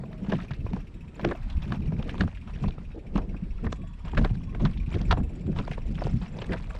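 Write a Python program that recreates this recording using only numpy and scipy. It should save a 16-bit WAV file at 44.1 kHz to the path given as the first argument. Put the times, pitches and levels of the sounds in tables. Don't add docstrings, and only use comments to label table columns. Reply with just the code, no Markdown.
import sys
import numpy as np
from scipy import signal
from scipy.fft import rfft, irfft, next_fast_len
from scipy.io import wavfile
from scipy.ndimage import uniform_filter1d, map_coordinates

SR = 44100
rng = np.random.default_rng(int(sys.argv[2]) if len(sys.argv) > 2 else 0)


def store_pcm(level_fs):
    pcm = np.round(np.clip(level_fs, -1, 1) * 32767).astype(np.int16)
    wavfile.write(sys.argv[1], SR, np.atleast_2d(pcm).T)


N = 299439

# time_s, deep_db, flutter_db, roar_db
WIND_LEVELS = [(0.0, -45.5, -37.5, -54), (0.62, -35.5, -42, -55.5), (0.89, -42.5, -42.5, -57),
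               (1.11, -46, -47.5, -59.5), (1.49, -36, -41, -82), (1.81, -34, -35, -50.5),
               (2.12, -33, -37.5, -45), (2.31, -37, -48, -64), (2.7, -35, -42, -53),
               (2.93, -41.5, -46, -63), (3.25, -40, -40, -45.5), (3.48, -33.5, -48, -62.5),
               (4.01, -38, -52, -73.5), (4.22, -26, -35, -44), (4.35, -37.5, -34.5, -75),
               (4.88, -31, -40, -54), (5.09, -36, -32, -48), (5.54, -37, -38, -47.5),
               (5.8, -32.5, -39.5, -60), (6.05, -34.5, -39.5, -48), (6.31, -43, -37, -71),
               (6.79, -31.5, -47, -64)]
# loudest_s, deep_db, flutter_db, roar_db
WIND_BURSTS = [(0.327, -43, -31, -31.5), (.46, -43, -51, -46.5), (.62, -33.5, -39, -49.5),
               (.73, -44, -36, -44), (1.26, -34.5, -25.5, -30), (1.318, -39, -45, -36),
               (1.579, -22.5, -34, -67), (1.72, -39, -27, -38.5), (1.806, -22.5, -23.5, -56.5),
               (2.221, -26.5, -24.5, -37.5), (2.675, -27.5, -20.5, -42.5), (2.87, -31, -55, -68),
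               (2.99, -45, -47.5, -46.5), (3.181, -26, -31.5, -38), (3.29, -26.5, -36.5, -55),
               (3.5, -28.5, -44, -51), (3.665, -30, -24.5, -35), (3.814, -33, -37, -46),
               (4.192, -21.5, -23, -37), (4.648, -22.5, -21.5, -30), (4.961, -30, -30.5, -36.5),
               (5.123, -14, -23.5, -37), (5.21, -18, -29.5, -48), (5.501, -32, -34.5, -40),
               (5.58, -24.5, -31.5, -37.5), (5.91, -32.5, -33.5, -46.5), (6.05, -23.5, -34, -38),
               (6.139, -26, -29, -54), (6.52, -29, -26.5, -35.5)]
DEEP_SPECTRUM = [(8, -40.5), (20, -6), (35, -1.5), (60, -7), (95, -14.5), (140, -59), (300, -88.5)]
FLUTTER_SPECTRUM = [(40, -48), (80, -0.5), (110, -2.5), (170, 0.5), (220, -4.5), (280, -13.5), (400, -28.5),
                    (800, -100)]
ROAR_SPECTRUM = [(150, -37), (260, -4.5), (350, -3), (500, -11.5), (700, -20.5), (1200, -71.5),
                 (3000, -110)]
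BURST_RISE_S, BURST_FALL_S = (0.039, 0.034, 0.04), (0.05, 0.053, 0.027)

# time_s, level_db
ROLLING_LEVELS = [(0.0, -56.5), (0.56, -56.5), (0.93, -69), (1.59, -78), (1.85, -62), (2.12, -52),
                  (2.27, -74), (2.5, -69), (2.61, -61), (2.88, -69), (2.97, -50.5), (3.1, -58), (3.22, -48),
                  (3.44, -65.5), (3.67, -59.5), (3.9, -72), (4.2, -58), (4.6, -73.5), (4.92, -60.5),
                  (5.03, -50), (5.6, -60), (5.73, -62), (6.09, -53.5), (6.79, -58.5)]
TYRE_SPECTRUM = [(200, -40), (330, -2.5), (450, 1.5), (650, -4), (900, -11), (1400, -27.5), (3000, -80)]

AIR_SPECTRUM = [(300, -17), (450, -8), (700, -20.5), (1000, -12), (1500, -10.5), (2500, -13.5),
                (3500, -19.5), (5000, -23.5), (6500, -32), (8000, -29), (10000, -36), (11500, -68),
                (15000, -86.5)]
AIR_DB, AIR_PATCH_DB = -66, 2.5

# loudest_s, coarse_db, fine_db, rise_s, fall_s
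# (rise and fall are for 10 dB; their signs are ignored)
SCUFF_EVENTS = [(.1, -67, -85, .1, 1), (.36, -53, -53, 0.085, 0.09), (.53, -65, -61, 0.039, 0.05),
                (.78, -55.5, -61, .1, 0.04), (1.25, -51.5, -59.5, 0.067, -0.32),
                (1.63, -53, -62, 0.039, -0.07), (1.73, -45, -55.5, 0.041, 0.04),
                (1.92, -57, -67.5, 0.14, 0.7), (2.1, -54, -56, 0.065, 0.1),
                (2.21, -64.5, -51, 0.021, -0.04), (2.65, -50.5, -53.5, 0.044, 0.01),
                (3.171, -59, -50.5, 0.018, -0.03), (2.5, -58.5, -66.5, .04, 0.3),
                (3.66, -52.5, -60.5, 0.076, 0.01), (4.07, -53, -64, 0.044, 0.08),
                (4.18, -68, -53, 0.027, 0.13), (4.249, -62, -67, 0.0081, 0.24),
                (4.649, -54, -59, 0.066, 0.13), (4.949, -48.5, -54.5, 0.054, 0.08),
                (5.117, -58, -48, 0.032, 0.02), (5.4, -70, -68, 0.22, .15), (5.599, -52, -55.5, 0.064, 0.1),
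                (5.73, -59, -54, 0.068, 0.03), (6.05, -51, -55.5, 0.17, 0.17), (6.23, -54, -61, 0.022, .08),
                (6.42, -50, -58, 0.0625, 0.2), (6.529, -57, -55, 0.052, 0.1), (6.72, -63, -64, 0.1, 0.5)]
SAND_SPECTRUM = [(250, -40), (500, 1.5), (1000, -0.5), (1600, -6.5), (2500, -12.5), (4000, -39),
                 (8000, -93)]
FINE_SPECTRUM = [(900, -38.5), (1800, -10.5), (2500, -8), (4000, -12.5), (6000, -18), (8000, -24),
                 (10500, -24.5), (12000, -64.5), (15000, -88.5)]
TYRE_COARSE_DB, TYRE_FINE_DB = -70, -79
PEBBLES_PER_S, PEBBLE_DB, PEBBLE_SPREAD_DB = 160, -4, 3.5
GRIT_HISS_DB = -2

# loudest_s, pitch_hz, level_db, rise_s, fall_s
# (rise and fall are for 10 dB; their signs are ignored)
HUM_EVENTS = [(.12, 638, -56, .12, 0.15), (1.06, 947, -64.5, .1, 0.3), (1.5, 638, -64, 0.11, 0.5),
              (1.64, 933, -65, 0.071, 0.2), (2.505, 1020, -56, .03, .015), (3.8, 1124, -63, .05, 0.2),
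              (3.85, 3370, -71, .25, 1), (4.08, 956, -62, .25, 0.1), (4.37, 854, -61, 0.069, -0.05),
              (4.5, 1083, -61, .05, 0.5), (6.4, 3380, -73.5, .21, 3), (6.65, 1142, -58, .156, .6),
              (6.75, 620, -59, 0.13, 1)]
# start_s, level_db, pitch_hz, t60_s
PING_EVENTS = [(1.154, -52, 7130, 0.028), (2.618, -56.5, 7350, 0.061), (2.946, -32.5, 451, 0.088),
               (3.835, -38.5, 640, 0.072), (4.913, -52, 7140, 0.063), (5.991, -51, 5233, 0.11),
               (6.094, -54, 5253, 0.07), (6.18, -57, 5230, 0.09), (6.324, -64, 7250, .08)]
HUM_Q = 15
RIM_HZ, RIM_DB = 5500, -94

# time_s, level_db, centre_hz, knock_db, treble_db, decay_s
CONTACT_EVENTS = [(0.035, -33.5, 924, 9.5, -38.5, 0.02), (0.129, -37, 1314, -1, -12, 0.0204),
                  (0.246, -36.5, 800, 6, -10.5, 0.03), (0.263, -39.5, 1170, -4, -9.5, 0.13),
                  (0.294, -32.5, 940, 3, -10, 0.2), (0.321, -19.5, 1630, 9, -9.5, 0.028),
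                  (0.333, -24, 876, 8.5, -12, 0.04), (0.347, -35, 1500, 5, -8, 0.018),
                  (0.386, -31.5, 980, -12.5, -13, 0.096), (0.4, -33.5, 1400, -17, -15, 0.092),
                  (0.421, -39, 2100, -10, -8, .02), (0.432, -41, 2800, -12, -7, .02),
                  (0.508, -29.5, 975, -20, -10, 0.067), (0.515, -31.5, 1710, -19, -17, 0.03),
                  (0.535, -35.5, 2450, -19, -21.5, 0.052), (0.663, -29, 900, 5.5, -40.5, 0.024),
                  (0.732, -25.5, 870, -15, -13, 0.024), (0.763, -35.5, 940, 11.5, -20, 0.0366),
                  (1.194, -26.5, 1050, -1, -20, 0.059), (1.212, -43, 2000, -8, 1, 0.032),
                  (1.222, -46, 2600, -15, -8, 0.017), (1.247, -13.5, 1520, 7, -7.5, 0.013),
                  (1.274, -34, 1440, -2, -10, .02), (1.287, -32, 1490, 8, -8, 0.045),
                  (1.312, -20, 1260, 1, -17.5, 0.033), (1.319, -22, 1180, 3.5, -27, 0.025),
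                  (1.351, -26.5, 796, -22, -20, 0.03), (1.499, -43.5, 940, -16, 1.5, 0.23),
                  (1.621, -40, 924, -7, -1, 0.12), (1.721, -18, 1120, -4, -11.5, 0.015),
                  (1.75, -36, 900, 4, -17, 0.035), (1.921, -30, 830, 6.5, -17, 0.026),
                  (1.992, -41, 806, 11, -12, 0.16), (2.026, -33.5, 1030, -17, -2.5, 0.028),
                  (2.092, -29.5, 2340, -7.5, -13.5, 0.12), (2.141, -28.5, 940, 0, -25, 0.025),
                  (2.18, -33.5, 950, 3, -6, 0.032), (2.208, -13, 1240, -5.5, -11, 0.025),
                  (2.219, -29, 990, -1, -7.5, 0.028), (2.235, -28.5, 945, 5.5, -16, 0.016),
                  (2.277, -29.5, 1010, -0.5, -21, 0.04), (2.37, -39.5, 2160, -22.5, -36, 0.087),
                  (2.475, -40.5, 1030, 0, -8, 0.12), (2.556, -39.5, 2130, 0, -25, 0.072),
                  (2.638, -23.5, 810, -1, -15.5, 0.044), (2.679, -33.5, 870, -2, -7.5, 0.12),
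                  (2.707, -46, 1050, -14, 5, 0.023), (2.78, -33, 905, 3, -34.5, 0.017),
                  (3.158, -23, 900, 8, -10.5, 0.016), (3.176, -23.5, 920, 3.5, -16.5, 0.089),
                  (3.343, -34, 980, -13, -37, 0.044), (3.644, -29.5, 1010, -4, -26, 0.044),
                  (3.665, -24, 1120, -3, -22, 0.041), (3.725, -21.5, 1010, 1.5, -9.5, 0.023),
                  (3.725, -28.5, 5750, -16, -16, 0.013), (4.049, -39.5, 940, 2, -8, 0.19),
                  (4.095, -41, 2200, -12, -12, .02), (4.116, -43, 2200, -17, -3, .015),
                  (4.08, -34, 1000, -4, -9, 0.055), (4.132, -29, 790, 6, -24, 0.03),
                  (4.147, -31, 1160, -5, -14, 0.04), (4.17, -21, 1580, -5, -22, 0.032),
                  (4.175, -15.5, 1550, -0.5, -9.5, 0.053), (4.183, -31, 1510, 5, -2, .03),
                  (4.19, -26.5, 1230, 7, -21.5, 0.026), (4.211, -36, 869, 11.5, -20, 0.13),
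                  (4.246, -16, 1160, 2, -13.5, 0.038), (4.255, -24, 1080, 0, -34, 0.039),
                  (4.287, -48, 1300, -8, -28, 0.018), (4.3, -34.5, 830, -1, -25, 0.044),
                  (4.548, -30.5, 1440, 6.5, -9, 0.022), (4.597, -35.5, 810, 4, -11.5, 0.31),
                  (4.651, -19, 1005, -18, -10, 0.071), (4.773, -40.5, 3360, -15, -6, 0.073),
                  (5.014, -35, 1050, 7.5, 0, 0.014), (5.11, -10, 1070, -11, -9.5, 0.073),
                  (5.125, -8, 880, -15.5, -16.5, 0.025), (5.169, -31, 940, 10, -16, 0.088),
                  (5.2, -37.5, 1090, 5.5, -19, 0.033), (5.466, -42.5, 1400, -2.5, -8, 0.034),
                  (5.528, -42.5, 1290, 1, -17, 0.041), (5.56, -30.5, 864, -18, -14.5, 0.22),
                  (5.586, -25, 1100, -2, -7.5, 0.099), (5.612, -38, 2200, -15, -10, .02),
                  (5.678, -20, 1020, -0.5, -16.5, 0.0083), (5.714, -27.5, 2160, 3.5, -28, 0.047),
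                  (5.733, -33, 2210, -15.5, -13, 0.09), (5.778, -25, 1020, 2.5, -37.5, 0.024),
                  (5.953, -38, 2800, -17, -8, .025), (6.017, -31.5, 1000, 16, -32, 0.03),
                  (6.068, -21.5, 820, 2, -26, 0.049), (6.214, -37.5, 1020, -2, -10, 0.37),
                  (6.366, -39, 750, 6, -27, 0.028), (6.386, -31.5, 796, 2.5, -7, 0.052),
                  (6.417, -25, 730, -3, -7, 0.07), (6.443, -36, 2080, -5, -5, 0.026),
                  (6.519, -25, 1570, 4, -14, 0.073), (6.532, -23.5, 1320, 4.5, -13, 0.064),
                  (6.543, -32, 696, 8.5, -28, 0.026), (6.561, -32, 1180, -7, -26, 0.028),
                  (6.599, -35, 1200, -8, -22, 0.027), (6.675, -44, 1200, -4, -23, 0.017),
                  (6.705, -29.5, 1270, -5, -18, 0.031), (6.748, -35.5, 1150, 4.5, -16, 0.057),
                  (6.763, -39, 1300, -4, -7.5, .03), (6.784, -39, 1100, 1, -16, .02)]
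# pitch_hz, width_hz, level_db (before their sum is halved)
STONE_MODES = [(726, 12, -1.5), (1004, 35, -1), (1510, 32, -12), (1680, 150, 1.5), (2800, 100, -11),
               (3440, 290, -4)]
CREST_DB, CRACK_DB = 10.5, 4.5
KNOCK_LAG_S = 0.0026
CHIP_DB, CHIP_Q = -2, 6

# time_s, tick_db, shell_db, sizzle_db
TICK_LEVELS = [(0.05, -59, -16, -19), (0.6, -55, -18.5, -21), (1.2, -58, -11.5, -20),
               (1.8, -53.5, -20, -17), (2.35, -55, -16, -42.5), (2.9, -56, -24, -46),
               (3.45, -57.5, -15, -34), (3.8, -58, -6, -36), (4.3, -56.5, -7, -37),
               (4.7, -54.5, -19.5, -45), (4.9, -52, -11, -46), (5.22, -57.5, -1.5, -45),
               (5.4, -59, -6, -45), (5.7, -57, -11, -38.5), (6.15, -58, -6.5, -39.5), (6.7, -55, -8, -23)]
# time_s, teeth_per_s
ROLLING_PACE = [(0.0, 16.61), (0.6, 16.09), (0.8, 14.49), (1.1, 14.63), (1.4, 13.81), (2.1, 18.91),
                (2.3, 13.91), (2.4, 15.78), (2.7, 16.52), (3.0, 13.18), (3.4, 13.51), (3.8, 17.73),
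                (4.4, 14.89), (4.5, 17.72), (4.7, 15.62), (5.2, 16.29), (5.9, 21.84), (6.2, 17.29),
                (6.4, 16.29), (6.8, 18.48)]
# pitch_hz, level_db, t60_s
HUB_MODES = [(1810, -14, 0.12), (2202, -0.5, 0.058), (2400, 1, 0.075), (2614, 1, 0.083), (3200, -26, .08),
             (3450, -19, 0.036), (3770, -13.5, 0.13), (4700, -22, 0.055), (5520, -9.5, 0.074)]
SHELL_MODES = [(7000, -2.5, 0.06), (7360, -3, 0.082), (7600, 0.5, 0.06), (7950, -2.5, 0.058),
               (8700, -10.5, .07), (9720, -14, 0.11), (10500, -15, 0.11)]
SIZZLE_MODES = [(12100, 8.5, .04), (12700, 3, .05), (13200, -0.5, .04), (13800, -0.5, .04)]
RATTLE_SPECTRUM = [(900, -34.5), (1900, -8.0), (2550, 3.5), (3300, -6.5), (5500, -21.5),
                   (8000, -27.0), (10500, -22.5), (12000, -32.0), (15000, -63)]
FIRST_TICK_S, TICK_JITTER_S = .053, .0015
TICK_SCATTER_DB, TREBLE_SCATTER_DB = 1.5, 2.5
DETUNE = .012
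SNAP_DB = -2
SHELL_RISE_S = .006

# start_s, peak_db, pitch_hz, t60_s
THUD_EVENTS = [(0.22, -22.5, 191, 0.121), (0.284, -15.5, 197.2, 0.085), (0.509, -19, 139.4, 0.075),
               (0.588, -26.5, 134, 0.17), (0.644, -17, 106, 0.079), (0.733, -17, 185.4, 0.092),
               (1.204, -31, 207, 0.13), (1.246, -21.5, 323, 0.072), (1.672, -29.5, 209.7, 0.31),
               (1.878, -19, 151, 0.13), (1.924, -20, 178.4, 0.1), (1.991, -15.5, 151, 0.055),
               (2.204, -19.5, 182.7, 0.16), (2.554, -24, 144, 0.041), (2.638, -16, 195, 0.056),
               (3.155, -8.5, 200, 0.059), (3.28, -29, 193, 0.13), (3.423, -18, 177, 0.076),
               (3.641, -25, 221.4, 0.16), (4.041, -31.5, 163, 0.202), (4.184, -17, 216.5, 0.11),
               (4.31, -12, 117, 0.067), (4.878, -17, 156, 0.053), (4.945, -15.5, 97, 0.11),
               (5.004, -19.5, 163, 0.096), (5.118, -18, 109.4, 0.2), (5.498, -17, 216, 0.055),
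               (5.588, -19, 189, 0.075), (5.705, -19.5, 154, 0.062), (6.053, -12, 138.5, 0.052),
               (6.216, -23, 172.4, 0.11)]
RISE_LOSS_DB = 2

TOP_HZ = 15400


def amp(db):
    return 10 ** (np.asarray(db) / 20)


def unit(x):
    return x / np.sqrt(np.mean(x ** 2) + 1e-20)


def along(points, hz):
    f, v = np.transpose(points)
    return np.interp(np.log(hz + 1), np.log(f + 1), v)


def curves(rows):
    s, *cols = np.transpose(rows)
    return [np.interp(np.arange(N) / SR, s, c) for c in cols]


def wobble(rate):
    return map_coordinates(rng.standard_normal(int(N * rate / SR) + 4), [np.arange(N) * rate / SR])


def filtered(x, response):
    m = next_fast_len(len(x) + 8192)
    return irfft(rfft(x, m) * response(np.fft.rfftfreq(m, 1 / SR)), m)[:len(x)]


def coloured(x, spectrum):
    return unit(filtered(x, lambda hz: amp(along(spectrum, hz))))


def resonance(hz, centre_hz, q):
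    return 1j * hz * centre_hz / q / (centre_hz ** 2 - hz ** 2 + 1j * hz * centre_hz / q)


def add(track, s, sound):
    part = track[round(s * SR):][:len(sound)]
    part += sound[:len(part)]


def shaped(x, envelope):
    return unit(x * envelope) * np.sqrt(np.mean(envelope ** 2))


def swells(times, levels_db, rise_s, fall_s):
    s, db, rise, fall = [np.reshape(v, (-1, 1)) for v in (times, levels_db, rise_s, fall_s)]
    coarse_steps = np.arange(0, N, 64)
    late = coarse_steps / SR - s
    tens_of_db_down = np.where(late < 0, -late / abs(rise), late / abs(fall))
    power = amp(2 * db - 20 * tens_of_db_down).sum(axis=0)
    return np.interp(np.arange(N), coarse_steps, np.sqrt(power))


def wind():
    levels_db = curves(WIND_LEVELS)
    s, *bursts_db = np.transpose(WIND_BURSTS)
    bursts = [swells(s, db, rise, fall)
              for db, rise, fall in zip(bursts_db, BURST_RISE_S, BURST_FALL_S)]
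    eddy = wobble(30)
    deep_lumps = amp(1.1 * wobble(8.1))
    flutter_lumps = amp(2 * eddy + 3.48 * wobble(14))
    roar_lumps = amp(2.2 * eddy + 4 * wobble(60))
    deep = unit(deep_lumps * coloured(rng.standard_normal(N), DEEP_SPECTRUM))
    flutter = unit(flutter_lumps * coloured(rng.standard_normal(N), FLUTTER_SPECTRUM))
    roar = unit(roar_lumps * coloured(rng.standard_normal(N), ROAR_SPECTRUM))
    return sum(np.hypot(amp(db), burst) * layer
               for db, burst, layer in zip(levels_db, bursts, (deep, flutter, roar)))


def tyres():
    lumps = amp(4.4 * wobble(45) + 4.4 * wobble(11))
    return amp(curves(ROLLING_LEVELS)[0]) * coloured(lumps * rng.standard_normal(N), TYRE_SPECTRUM)


def hillside():
    z = signal.stft(rng.standard_normal(N), nperseg=512)[2]
    patches = uniform_filter1d(rng.standard_normal(z.shape), size=8, axis=0)
    patches = uniform_filter1d(patches, size=12, axis=1)
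    hiss = signal.istft(z * amp(AIR_PATCH_DB * unit(patches)), nperseg=512)[1][:N]
    return amp(AIR_DB + wobble(2.6)) * coloured(hiss, AIR_SPECTRUM)


def grains(per_s, low_hz, span, life_cycles, spread_db):
    draw = rng.random((round(per_s * N / SR), 4))
    start = (draw[:, :1] * N).astype(int)
    hz = low_hz * span ** draw[:, 1:2]
    k = np.arange(400)
    cycles = k * hz / SR
    size = hz * amp(-spread_db * np.log(1 - .97 * draw[:, 3:]))
    envelope = size * amp(-60 * cycles / life_cycles) * cycles.clip(0, 1)
    grain = envelope * np.sin(2 * np.pi * (cycles + draw[:, 2:3]))
    return unit(np.bincount((start + k).ravel(), grain.ravel(), minlength=N)[:N])


def grit():
    s, coarse_db, fine_db, rise, fall = np.transpose(SCUFF_EVENTS)
    coarse = np.hypot(amp(TYRE_COARSE_DB), swells(s, coarse_db, rise, fall))
    fine = np.hypot(amp(TYRE_FINE_DB), swells(s, fine_db, rise, fall))
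    hail = grains(1000, 500, 18, 12, 2.5)
    hail = hail + amp(PEBBLE_DB) * grains(PEBBLES_PER_S, 720, 8.9, 25, PEBBLE_SPREAD_DB)
    hail = hail + amp(GRIT_HISS_DB) * rng.standard_normal(N)
    shared_db = 2.2 * wobble(60)
    clumps = lambda depth_db: amp(shared_db + depth_db * wobble(90))
    coarse_grit = coarse * coloured(hail * clumps(2.5), SAND_SPECTRUM)
    return coarse_grit + fine * coloured(hail * clumps(2.1), FINE_SPECTRUM)


def ring(modes, t):
    hz, db, t60 = np.transpose(modes)[:, :, None]
    hz = hz * (1 + DETUNE * rng.standard_normal(hz.shape))
    drift = np.cumsum(rng.standard_normal((len(modes), len(t))), axis=1) * 0.0016 * np.sqrt(hz)
    drift = uniform_filter1d(uniform_filter1d(drift, size=24), size=24)
    fade = amp(db + 3.4 * rng.standard_normal(db.shape) - 60 * t / t60)
    return np.sum(fade * np.sin(2 * np.pi * hz * t + drift), axis=0)


def metal():
    track, t = np.zeros(N), np.arange(SR // 6) / SR
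    for s, db, hz, t60 in PING_EVENTS:
        add(track, s, (1 - np.exp(-t / 0.0018)) * ring([(hz, db, t60)], t))
    rolling = rng.standard_normal(N) * amp(2.5 * wobble(12))

    def hum(hz):
        q = HUM_Q * (hz / 1000) ** .7
        return unit(amp(2.5 * wobble(35)) * filtered(rolling, lambda f: resonance(f, hz, q) ** 2))

    hums = sum(swells(s, db, rise, fall) * hum(hz) for s, hz, db, rise, fall in HUM_EVENTS)
    return track + amp(RIM_DB) * hum(RIM_HZ) + hums


def clacks():
    track, t = np.zeros(N), np.arange(SR // 6) / SR
    late = t - .02

    def swell(rise, t60, lag=0):
        return np.where(late < lag, np.exp((late - lag) / rise), amp(-60 * (late - lag) / abs(t60)))

    for s, db, hz, knock_db, treble_db, decay in CONTACT_EVENTS:
        lumps = unit(uniform_filter1d(rng.standard_normal((3, len(t))), size=50))
        splinters = rng.standard_normal((3, len(t))) * amp(3.64 * lumps)
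        body_chips_hz = hz * 1.714 ** rng.uniform(-0.98, 1, size=3)
        crack_chips_hz = 3000 * 1.41 ** rng.uniform(-1.04, 1, size=3)
        chips = lambda f, pitches: 1 + amp(CHIP_DB) * sum(resonance(f, c, CHIP_Q) for c in pitches)
        body_band = lambda f: resonance(f, hz, 1.05) ** 2 / (1 + 1j * f / (2.23 * hz)) ** 2
        crack_band = lambda f: resonance(f, 2520, 0.56) ** 2 / (1 + 1j * f / 6000) ** 2
        body = filtered(splinters[0], lambda f: chips(f, body_chips_hz) * body_band(f))
        crack = filtered(splinters[1], lambda f: chips(f, crack_chips_hz) * crack_band(f))
        knock = filtered(splinters[2], lambda f: resonance(f, 458, 0.99) ** 2 / (1 + 1j * f / 900))
        low = shaped(body, swell(0.0014, 0.71 * decay) + amp(-22.5) * swell(0.0098, 0.14))
        low = low + amp(knock_db) * shaped(knock, swell(0.0024, 0.95 * decay, KNOCK_LAG_S))
        crack_swell = swell(0.0018, 0.54 * decay) + amp(-27) * swell(0.0023, 0.097)
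        high = amp(treble_db + CRACK_DB) * shaped(crack, crack_swell)
        add(track, s + 0.001994 - .02, amp(db - CREST_DB) * (low + high))
    stone = lambda f: 1 + sum(amp(db) * resonance(f, hz, hz / width) for hz, width, db in STONE_MODES) / 2
    return filtered(track, lambda f: stone(f) / (1 + (f / 7500) ** 6))


def tick_times():
    t = np.arange(N) / SR
    teeth = np.cumsum(curves(ROLLING_PACE)[0]) / SR
    teeth -= np.interp(FIRST_TICK_S, t, teeth)
    return np.interp(np.arange(int(teeth[-1]) + 1), teeth, t)


def freewheel():
    track, t = np.zeros(N), np.arange(SR // 10) / SR
    rattle = coloured(rng.standard_normal(N + len(t)), RATTLE_SPECTRUM)
    level_db, shell_db, sizzle_db = curves(TICK_LEVELS)
    for s in tick_times():
        i = round(s * SR)
        db = level_db[i] + TICK_SCATTER_DB * rng.standard_normal()
        treble_db = [shell_db[i], sizzle_db[i]] + TREBLE_SCATTER_DB * rng.standard_normal(size=2)
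        shell, sizzle = amp(treble_db)
        treble = shell * ring(SHELL_MODES, t) + sizzle * ring(SIZZLE_MODES, t)
        blow = ring(HUB_MODES, t) + treble * (1 - np.exp(-t / SHELL_RISE_S))
        puff = amp(-2.5 - 60 * t / 0.1) * rattle[i:i + len(t)]
        snap = amp(SNAP_DB - 60 * t / .018) * rattle[::-1][i:i + len(t)]
        sound = (blow + puff) * (1 - np.exp(-t / 0.0025)) + snap * (1 - np.exp(-t / 0.00021))
        add(track, s + TICK_JITTER_S * rng.standard_normal(), amp(db) * sound)
    return track


def thuds():
    track, t = np.zeros(N), np.arange(SR // 5) / SR
    for s, db, hz, t60 in THUD_EVENTS:
        phase = 2 * np.pi * (hz * t + rng.random())
        fade = amp(db + RISE_LOSS_DB - 60 * t / abs(t60))
        wavering = np.sin(phase + 0.61 * np.sin(phase / 2.89))
        add(track, s, fade * (1 - np.exp(-t / 0.0037)) * wavering)
    return track


def scene():
    return (wind() + tyres() + hillside() + grit() + metal() + clacks() + freewheel() + thuds())[None]


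def record(dry):
    return filtered(dry[0], lambda hz: hz < TOP_HZ)[None]


dry = scene()
out = record(dry)
store_pcm(out)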